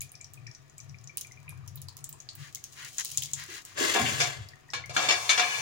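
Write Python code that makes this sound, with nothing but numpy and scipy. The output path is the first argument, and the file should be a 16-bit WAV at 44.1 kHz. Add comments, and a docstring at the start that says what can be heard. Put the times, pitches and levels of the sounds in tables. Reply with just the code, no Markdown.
"""In a small kitchen, curry simmers in a metal pot while oil trickles onto a hot coal inside it.
The oil ticks, spits and puffs vapour, and small bubbles ring in the gravy, over a low rumble.
Then a metal lid is dragged off the worktop beside the pot. Its rim scrapes and knocks,
and each touch sets the metal ringing. Lifted clear, the lid sings on."""
import sys
import numpy as np
from scipy import signal
from scipy.fft import rfft, irfft, next_fast_len
from scipy.io import wavfile

SR = 44100
rng = np.random.default_rng(int(sys.argv[2]) if len(sys.argv) > 2 else 0)


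def wav_out(sig):
    """Save sig, one row per channel (or a flat mono array), as 16-bit PCM at SR to the path in sys.argv[1]."""
    wavfile.write(sys.argv[1], SR, np.round(np.clip(np.atleast_2d(sig).T, -1, 1) * 32767).astype(np.int16))


N = 247401

# The loudest bursts of oil on the coal.
# Each row: start in seconds, level in dB, pitch in Hz, crack in dB compared with the pitched part.
OIL_SPITS = [(0.007, -34, 7170, -16), (0.0165, -31, 10100, 9), (0.118, -43.5, 9900, -14),
             (0.153, -45.5, 5400, -36), (0.212, -43, 7260, -40), (0.244, -42.5, 5660, -31),
             (0.336, -40.5, 8200, -5), (0.469, -45.5, 5440, -38), (0.513, -48, 5530, -45),
             (0.549, -45, 5800, -50), (0.781, -43, 7300, -20.5), (0.802, -44, 6260, -43),
             (0.895, -50.5, 5730, -46), (1.041, -51.5, 6800, -38), (1.074, -43.5, 6000, -41),
             (1.1721, -26.5, 9500, -16), (1.211, -32.5, 6300, -9), (1.27, -46.5, 6600, -10),
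             (1.32, -46.5, 6120, -24), (1.493, -38.5, 10100, 5), (1.6767, -44.5, 6460, -12),
             (1.7576, -39, 14700, -25), (1.775, -50.5, 3900, -25), (1.817, -39.5, 6900, -3),
             (1.885, -39, 4430, -17), (1.968, -39.5, 6030, -3.5), (2.0418, -34.5, 7400, -19.5),
             (2.0918, -36, 14400, -15), (2.127, -40.5, 7900, -16), (2.202, -42.5, 6500, -24),
             (2.289, -36.5, 4430, -48), (2.353, -37.5, 16000, -16), (2.548, -31, 6450, -11.5),
             (2.640, -36, 6330, -15.5), (2.9824, -26, 6800, -21), (2.9973, -27.5, 6260, -16),
             (3.048, -26.5, 6800, 4), (3.116, -33, 6230, -5), (3.1735, -21.5, 6970, -16),
             (3.222, -30, 3260, -10.5), (3.235, -30, 6340, -14), (3.334, -25.5, 7100, -25),
             (3.651, -37.5, 7460, -8.5), (4.487, -45, 4900, -16.5), (4.7025, -43.5, 5500, -40),
             (4.859, -45, 6040, -13)]
# A "tone" table says how strong the low and high parts of a sound are. 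These four are for the oil's
# crack, flying droplets, fizz and vapour. Each row: frequency in Hz, level in dB.
CRACK_TONE = [(500, -49), (1500, -36), (3000, -6), (6500, -18.5), (8500, -1), (10700, 3), (13000, -8),
              (15500, 3)]
SPATTER_TONE = [(1000, -30), (2100, -10.5), (3300, 6), (4800, 8), (7000, 11.5), (9000, 1), (15000, -36)]
FIZZ_TONE = [(1200, -14), (2000, -7), (3100, 3.5), (5300, 6.5), (6900, 7.5), (8300, 2.5), (10600, 0.5),
             (13000, -8), (15300, 4), (16000, -3)]
VAPOUR_TONE = [(290, -34), (500, -17), (795, -14.5), (1000, -3.5), (1900, 4), (3340, 0.5), (7100, -4.5),
               (8700, -23), (10700, -10), (13100, -51), (16000, -12)]
# Puffs of vapour. Each row: start in seconds, length in seconds, level in dB.
VAPOUR_PUFFS = [(2.352, 0.18, -52.5), (2.734, 0.19, -48), (2.973, 0.059, -41.5), (3.348, 0.13, -46.5),
                (3.443, 0.2, -46.5), (3.634, 0.14, -55)]

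# The tones of the lid's scrape, its rubbing and its clash (many weak notes close together).
# Each row: frequency in Hz, level in dB.
SCRAPE_TONE = [(290, -55), (500, -30), (1110, -0.5), (1250, -8), (1690, 2), (1870, -3), (2390, -5),
               (4150, -5), (7310, -5.5), (7980, -13), (10700, -15), (13400, -23), (14500, -19.5),
               (16000, -17)]
RUB_TONE = [(150, -59), (250, -43), (460, -3), (528, -11), (1100, 0), (1280, -9.5), (2360, -10),
            (2570, -13), (6250, -7), (9170, -15.5), (11100, -16.5), (13200, -31), (16000, -16.5)]
CLASH_TONE = [(88, -62), (150, -30), (315, -12), (702, -6), (923, -7), (1100, -2.5), (2020, -1), (2360, 0),
              (2600, 0), (3620, -1), (4000, -3), (7320, -12), (9630, -24.5), (16000, -35)]
# "Modes" are the notes an object rings at. Each row: pitch in Hz, level in dB.
WORKTOP_MODES = [(290, -1.5), (335, -1), (385, 1.5), (425, -1.5)]
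DAMPED_LID_MODES = [(457.6, -50), (608.3, -47), (759.0, -48), (1098, -45), (1335, -55), (1685, -47),
                    (2062, -50), (2396, -50), (3300, -53), (3725, -55), (4409, -52), (5259, -53),
                    (6013, -56), (7133, -49), (7483, -54), (8786, -62)]  # muffled by the worktop
FREE_LID_MODES = [(721.4, -52), (1071, -48), (1669, -47), (2132, -52), (2315, -42), (2616, -55),
                  (2719, -49), (3149, -51), (3537, -43), (3833, -54), (4237, -51), (4264, -48), (4398, -50),
                  (4544, -56), (4646, -51), (5125, -52), (5238, -52), (5378, -57), (5550, -55), (6008, -52),
                  (6121, -50), (6207, -50), (6686, -56), (7068, -52), (7359, -55), (8102, -60), (8619, -63),
                  (9071, -64), (10024, -66), (10982, -67)]  # the strongest when it is free to ring
LIFTED_LID_MODES = [(1098, -9), (1690, 0), (2320, 4.5), (2433, -7), (2536, -3), (2729, -20), (2934, -3.5),
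                    (3467, -12), (4301, -6)]  # those that sing on once it is lifted clear
# The lid's rim striking and chattering.
# Each row: start in seconds, level in dB, chatter time in seconds, bass in dB, treble in dB.
RIM_KNOCKS = [(3.951, -26, 0.022, 15, -14), (4.053, -32.5, 0.022, -51, -33), (4.202, -27, 0.019, 4, 5),
              (4.735, -34, 0.02, 4, 2), (4.895, -43.5, 0.021, 12.5, 6.5), (4.965, -26, 0.017, 5.5, -3),
              (5.0, -32.5, 0.071, 12, 2.5), (5.087, -24, 0.042, 4.5, 2.5), (5.293, -21, 0.026, -4, 3),
              (5.376, -25.5, 0.026, 7, 1), (5.397, -27.5, 0.006, 1, -5)]
# Dull bumps as the lid is handled. Each row: start in seconds, level in dB, pitch in Hz.
LID_BUMPS = [(3.485, -49, 368), (3.995, -31.5, 233), (4.015, -35.5, 101), (4.08, -41.5, 200),
             (4.386, -37.5, 98), (4.88, -46, 105)]

# The loudest bubbles in the gravy. Each row: start in seconds, peak level in dB, pitch in Hz.
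GRAVY_BUBBLES = [(0.016, -47, 2370), (0.14, -54, 2370), (0.206, -51.5, 2310), (0.373, -52.5, 2430),
                 (0.465, -50, 2350), (0.476, -47, 1820), (0.79, -54.5, 2340), (0.943, -49.5, 2310),
                 (1.094, -47, 2290), (1.2463, -51, 2340), (1.311, -46.5, 2050), (1.372, -52, 2360),
                 (1.479, -44.5, 2375), (1.525, -50, 1030), (1.884, -52.5, 970), (2.138, -51, 990),
                 (4.534, -46, 1850), (4.689, -48.5, 1883), (4.838, -35.5, 2120)]
# How hard the gravy simmers. Each row: time in seconds, base level of a gurgle in dB.
SIMMER_LEVELS = [(0, -81), (.7, -78), (1.5, -52), (2.3, -58), (5.6, -53)]
# The rumble's rise and fall. Each row: time in seconds, level in dB.
RUMBLE_LEVELS = [(0.0, -48.5), (0.12, -64.5), (0.5, -51), (0.53, -73), (0.59, -56), (0.69, -66.5),
                 (0.9, -46.5), (1.19, -63), (1.59, -46), (2.31, -62.5), (2.42, -50.5), (2.45, -59.5),
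                 (3.09, -68), (3.16, -53), (3.42, -52), (3.61, -72.5), (3.92, -48.5), (3.97, -65),
                 (4.01, -43.5), (4.31, -47.5), (4.34, -54), (4.4, -46.5), (4.62, -68.5), (4.8, -49.5),
                 (5.55, -63.5), (5.61, -50)]
# The tones of the rumble and the kitchen air. Each row: frequency in Hz, level in dB.
RUMBLE_TONE = [(18, -55), (30, -48), (54, -35), (91, 0.5), (128, 2), (141, 5.5), (153, -2), (164, -15),
               (184, -18.5), (260, -38), (340, -41), (570, -120)]
AIR_TONE = [(120, 2), (220, -3.5), (330, 3.5), (430, -4.5), (620, -4.5), (735, 0), (830, -7.5), (1100, -3),
            (2400, -9), (4200, -15), (4900, -12), (7400, -22), (9000, -31), (13000, -23), (16000, -31)]
# The kitchen's echo. Each row: frequency in Hz, seconds to fade by 60 dB (called t60 below).
KITCHEN_ECHO = [(200, 0.4), (1500, 0.35), (5000, 0.25), (15000, 0.13)]
# Left-right balance. 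Each row: frequency in Hz, boost of the left over the right in dB.
LEFT_BALANCE = [(100, 5), (300, 0.5), (800, 2), (2400, 6.5), (4400, 1), (6800, 9.5), (10000, -4),
                (15000, -3.5)]


def oil_spits(cycles=9, crack_t60=0.0048, room_db=-5, spatter_db=-16, spatter_t60=0.072):
    """Each burst of oil is a sharp crack, a brief ring of its hollow and a spatter of droplets."""
    out, t = np.zeros((2, N)), np.arange(SR // 10) / SR
    for start, db, hz, crack_db in OIL_SPITS + faint_ticks():
        hollow = np.sin(2 * np.pi * hz * t) * amp(-30 * t * hz / cycles) * (1 - np.exp(-t * hz))
        crack = with_tone(noise(len(t)) * amp(-60 * t / crack_t60), CRACK_TONE)[0]
        pop = from_pot(hollow + amp(crack_db) * crack / crack[:SR // 1000].std(), room_db)
        add(out, start, amp(db) * pop / pop[:, :SR // 250].std())
        droplets = clicks(per_second=760, spread_db=7.5, size=len(t)) * amp(-60 * t / spatter_t60)
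        spatter = with_tone(from_pot(droplets, room_db), SPATTER_TONE)
        # Violent bursts throw more droplets; small, high-pitched hollows throw fewer.
        thrown_db = 0.29 * (db + 34) - 8.5 * max(np.log2(hz / 6560), 0)
        add(out, start, amp(db + spatter_db + thrown_db) * spatter / spatter[:, :SR // 40].std())
    return out


def faint_ticks(count=14, db=-52, spread_db=4.5, hz=5950, spread_octaves=0.39, crack_db=-28):
    """Small bursts of oil at random moments, as rows like those of OIL_SPITS."""
    return [(rng.random() * N / SR, rng.normal(db, spread_db),
             hz * 2 ** (spread_octaves * rng.normal()), crack_db) for _ in range(count)]


def frying(peak_s=3.09, peak_db=-45, idle_db=-73, rise_db_per_s=41.5, fall_db_per_s=36, puff_fizz_db=-4):
    """Tiny bursts fizz more as the oil heats and less as it burns off; vapour escapes in fizzy puffs."""
    past_peak = np.arange(N) / SR - peak_s
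    heat = amp(idle_db) + amp(peak_db + np.minimum(rise_db_per_s * past_peak, -fall_db_per_s * past_peak))
    puffs = np.zeros((2, N))
    for start, length, db in VAPOUR_PUFFS:
        add(puffs, start, amp(db) * signal.windows.tukey(int(length * SR), .8))
    bursts = clicks(per_second=260, spread_db=6) + .5 * clicks(per_second=2000, spread_db=3)
    fizz = with_tone(from_pot(bursts, room_db=-4), FIZZ_TONE)
    vapour = with_tone(from_pot(clicks(per_second=4700, spread_db=6.5), room_db=4), VAPOUR_TONE)
    return np.hypot(heat, amp(puff_fizz_db) * puffs) * fizz + puffs * vapour


def lid_drag(start=3.74, attack=0.052, hold=0.47, db=-29.5, rasp_db=-1, ring_db=-5, groan_db=-18.5):
    """The sliding rim keeps catching on the worktop, so the lid rasps and the worktop groans."""
    stroke = amp(db) * envelope(start, attack, fade_db_per_s=12.5, hold=hold, release_db_per_s=90)
    # The worktop groans hardest as the lid gets going.
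    judder = amp(-29.5) * envelope(start=3.79, attack=0.023, fade_db_per_s=167)
    catches = clicks(per_second=1500, spread_db=3.5)
    catches = signal.fftconvolve(catches[None], echo([(500, 0.046), (10000, 0.064)]), axes=1)[:, :N]
    ring = amp(ring_db) * resonate(catches, DAMPED_LID_MODES, width_hz=16, widen=.006)
    metal = amp(rasp_db) * with_tone(catches, SCRAPE_TONE) + ring
    # As the lid slows, the treble goes first.
    dull = filtered(metal, lambda hz: np.exp(-(hz / 7700) ** 2))
    brightness = envelope(start, attack, fade_db_per_s=0, hold=hold, release_db_per_s=54)
    scrape = stroke * (dull + brightness * (metal - dull))
    groan = (amp(groan_db) * stroke + judder) * resonate(noise(), WORKTOP_MODES, width_hz=39)
    return scrape + groan


def lid_knocks(ring_db=-2, clash_db=-2, strike=0.03):
    """The rim strikes and chatters, ringing lid and room; glancing blows chatter more and strike less."""
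    out, t = np.zeros((2, N)), np.arange(SR // 2) / SR
    for start, db, chatter, bass_db, treble_db in RIM_KNOCKS:
        contacts = clicks(per_second=1500, spread_db=3.5)[:len(t)] * np.exp(-(t / chatter) ** 4)
        contacts[0] += strike / chatter * np.abs(contacts).max()
        echoes = echo(KITCHEN_ECHO) + 0.91 * echo([(500, 0.021), (10000, 0.016)])
        rattle = signal.fftconvolve(contacts[None], echoes, axes=1)[:, :len(t)]
        clash = amp(clash_db) * with_tone(rattle, CLASH_TONE)
        ring = amp(ring_db) * resonate(rattle, FREE_LID_MODES, width_hz=20)
        tilt = [(700, bass_db), (1600, 0), (3200, 0), (5500, treble_db)]
        clang = filtered(clash + ring, lambda hz: amp(at_frequency(tilt, hz)))
        add(out, start, amp(db) * clang / clang.mean(0)[:SR // 30].std())
    return out


def lid_rub(rub_db=-40, song_db=-33.5, ring_db=-4, rasp_db=-2):
    """Light rubbing keeps the raised lid ringing; lifted clear, it adds a song that slowly fades."""
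    pressure = amp(rub_db) * envelope(start=4.925, attack=0.025, fade_db_per_s=-3.5)  # grows a little
    lifted = amp(song_db) * envelope(start=5.36, attack=0.066, fade_db_per_s=23)
    rasp = amp(rasp_db) * with_tone(noise(), RUB_TONE)
    ring = amp(ring_db) * resonate(noise(), FREE_LID_MODES, width_hz=11, widen=.001)
    song = resonate(noise(), LIFTED_LID_MODES, width_hz=19, widen=0.0016)
    return pressure * (rasp + ring) + lifted * song


def lid_bumps(t60=0.31, width=0.23):
    """Handling the lid makes soft thuds, each a band of low noise that swells and dies."""
    out, t = np.zeros((2, N)), np.arange(SR // 2) / SR
    for start, db, hz in LID_BUMPS:
        hiss = noise(len(t))[0] + .5 * noise(len(t))
        thud = normalise(filtered(hiss, lambda f: np.exp(-(np.log((f + 1) / hz) / width) ** 2)))
        add(out, start, amp(db) * thud * amp(-60 * t / t60) * (1 - np.exp(-t / 0.007)))
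    return out


def bubbles(t60=0.019, rise_per_s=4, faint_count=7, faint_db=-51, faint_hz=2240, spread_octaves=0.051):
    """Small gravy bubbles ring briefly, rising in pitch as they open; faint ones come at random."""
    out, t = np.zeros((2, N)), np.arange(SR // 20) / SR
    faint = [(rng.random() * N / SR, faint_db, faint_hz * 2 ** (spread_octaves * rng.normal()))
             for _ in range(faint_count)]
    for start, db, hz in GRAVY_BUBBLES + faint:
        chirp = np.sin(2 * np.pi * hz * t * (1 + rise_per_s * t / 2))
        blip = from_pot(chirp * amp(-60 * t / t60) * (1 - np.exp(-t / 0.0013)), room_db=-4)
        add(out, start, amp(db) * blip / np.abs(blip.mean(0)).max())
    return out


def simmer(count=520, cycles=20, lowest_hz=900):
    """The gravy gurgles with faint bubbles of many sizes; the higher ones die sooner."""
    out, t = np.zeros((2, N)), np.arange(SR // 20) / SR
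    heat_db = over_time(SIMMER_LEVELS)
    for when, pitch, faintness in rng.random((count, 3)):
        hz = lowest_hz * 3.6 ** pitch
        size_db = -3.5 * np.log(faintness + .03)
        chirp = np.sin(2 * np.pi * hz * t * (1 + 2 * t))
        blip = chirp * amp(-60 * t * hz / cycles) * (1 - np.exp(-t * hz / 2))
        add(out, when * N / SR, amp(heat_db[int(when * N)] + size_db) * blip)
    return from_pot(out, room_db=-4)


def rumble_and_air(air_db=-64.5):
    """A low, uneven rumble under the pot, and the quiet air of the kitchen."""
    rumble = with_tone(from_pot(noise()[0], room_db=-10.5), RUMBLE_TONE)
    air = with_tone(from_pot(noise()[0], room_db=5), AIR_TONE)
    return amp(over_time(RUMBLE_LEVELS)) * rumble + amp(air_db) * air


def from_pot(x, room_db, wall_db=-5, wall_t60=0.065, left_lag_samples=45):
    """Sound from the pot arrives on the right first, bounces off the pot's walls and fills the room."""
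    t = np.arange(SR // 20) / SR
    walls = noise(len(t)) * amp(-60 * t / wall_t60) * (t > .0008)
    paths = amp(room_db) * echo(KITCHEN_ECHO)
    add(paths, 0, amp(wall_db) * walls / np.linalg.norm(walls[0]))
    paths[0, left_lag_samples] += 1
    paths[1, 0] += 1
    return signal.fftconvolve(np.atleast_2d(x), paths, axes=1)[:, :N]


def echo(t60s):
    """A smooth stereo echo in which each frequency dies at its own speed."""
    hz, t, spectrum = signal.stft(noise(SR // 2), SR, nperseg=256)
    fade = amp(-60 * t / at_frequency(t60s, hz)[:, None])
    tail = signal.istft(spectrum * fade, SR, nperseg=256)[1]
    return tail / np.linalg.norm(tail[0])


def resonate(x, modes, width_hz, widen=0.0058):
    """Let x ring an object's modes, at level 1; higher modes are wider, so they die sooner."""
    def response(f):
        total = 0
        for k, (hz, db) in enumerate(modes):
            width = width_hz + widen * hz
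            peak = 1j * f * np.sqrt(width) / (hz * hz - f * f + 1j * f * width)
            total = total + (-1) ** k * amp(db) * peak
        return total
    return normalise(filtered(x, response))


def envelope(start, attack, fade_db_per_s, hold=0, release_db_per_s=0):
    """A volume curve that swells and fades, with an extra fade after the hold. Times are in seconds."""
    t = np.maximum(np.arange(N) / SR - start, 0)
    released = np.maximum(t - attack - hold, 0)
    return np.minimum(t / attack, 1) ** 2 * amp(-fade_db_per_s * t - release_db_per_s * released)


def clicks(per_second, spread_db, size=N):
    """Tiny random clicks, a few much louder than the rest."""
    hits = (rng.random(size) < per_second / SR) * rng.choice([-1, 1], size)
    return hits * amp(spread_db * np.minimum(rng.exponential(size=size), 4))


def noise(size=N):
    """Plain stereo hiss."""
    return rng.standard_normal((2, size))


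def with_tone(x, tone):
    """Shape x with a tone table and bring it to level 1."""
    return normalise(filtered(x, lambda hz: amp(at_frequency(tone, hz))))


def filtered(x, response):
    """Multiply each frequency in x by response(hz)."""
    n = x.shape[-1]
    padded = next_fast_len(n + 8192)
    return irfft(rfft(x, padded) * response(np.fft.rfftfreq(padded, 1 / SR)), padded)[..., :n]


def at_frequency(rows, hz):
    """Read between a table's rows, giving each octave equal room."""
    freqs, values = np.transpose(rows)
    return np.interp(np.log(hz + 1), np.log(freqs + 1), values)


def over_time(rows):
    """Join (seconds, value) rows with straight lines, one value per sample."""
    return np.interp(np.arange(N) / SR, *np.transpose(rows))


def add(track, seconds, sound):
    """Mix a sound into a stereo track at the given time."""
    start = max(0, round(seconds * SR))
    part = track[:, start:start + sound.shape[-1]]
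    part += sound[..., :part.shape[1]]


def normalise(x):
    """Bring the average of left and right to level 1 (root mean square)."""
    return x / np.sqrt(np.mean(x.mean(0) ** 2) + 1e-20)


def amp(db):
    """Turn decibels into a multiplier."""
    return 10 ** (np.asarray(db) / 20)


def scene():
    """Mix the pot and the lid, then lean each frequency left or right."""
    pot = oil_spits() + bubbles() + simmer() + frying() + rumble_and_air()
    lid = lid_drag() + lid_bumps() + lid_knocks() + lid_rub()
    return filtered(pot + lid, lambda hz: amp(np.outer([.5, -.5], at_frequency(LEFT_BALANCE, hz))))


def record(dry):
    """Cut away the very highest treble."""
    top_hz = 15900
    return filtered(dry, lambda hz: 1 / np.sqrt(1 + (hz / top_hz) ** 160))


dry = scene()
out = record(dry)
wav_out(out)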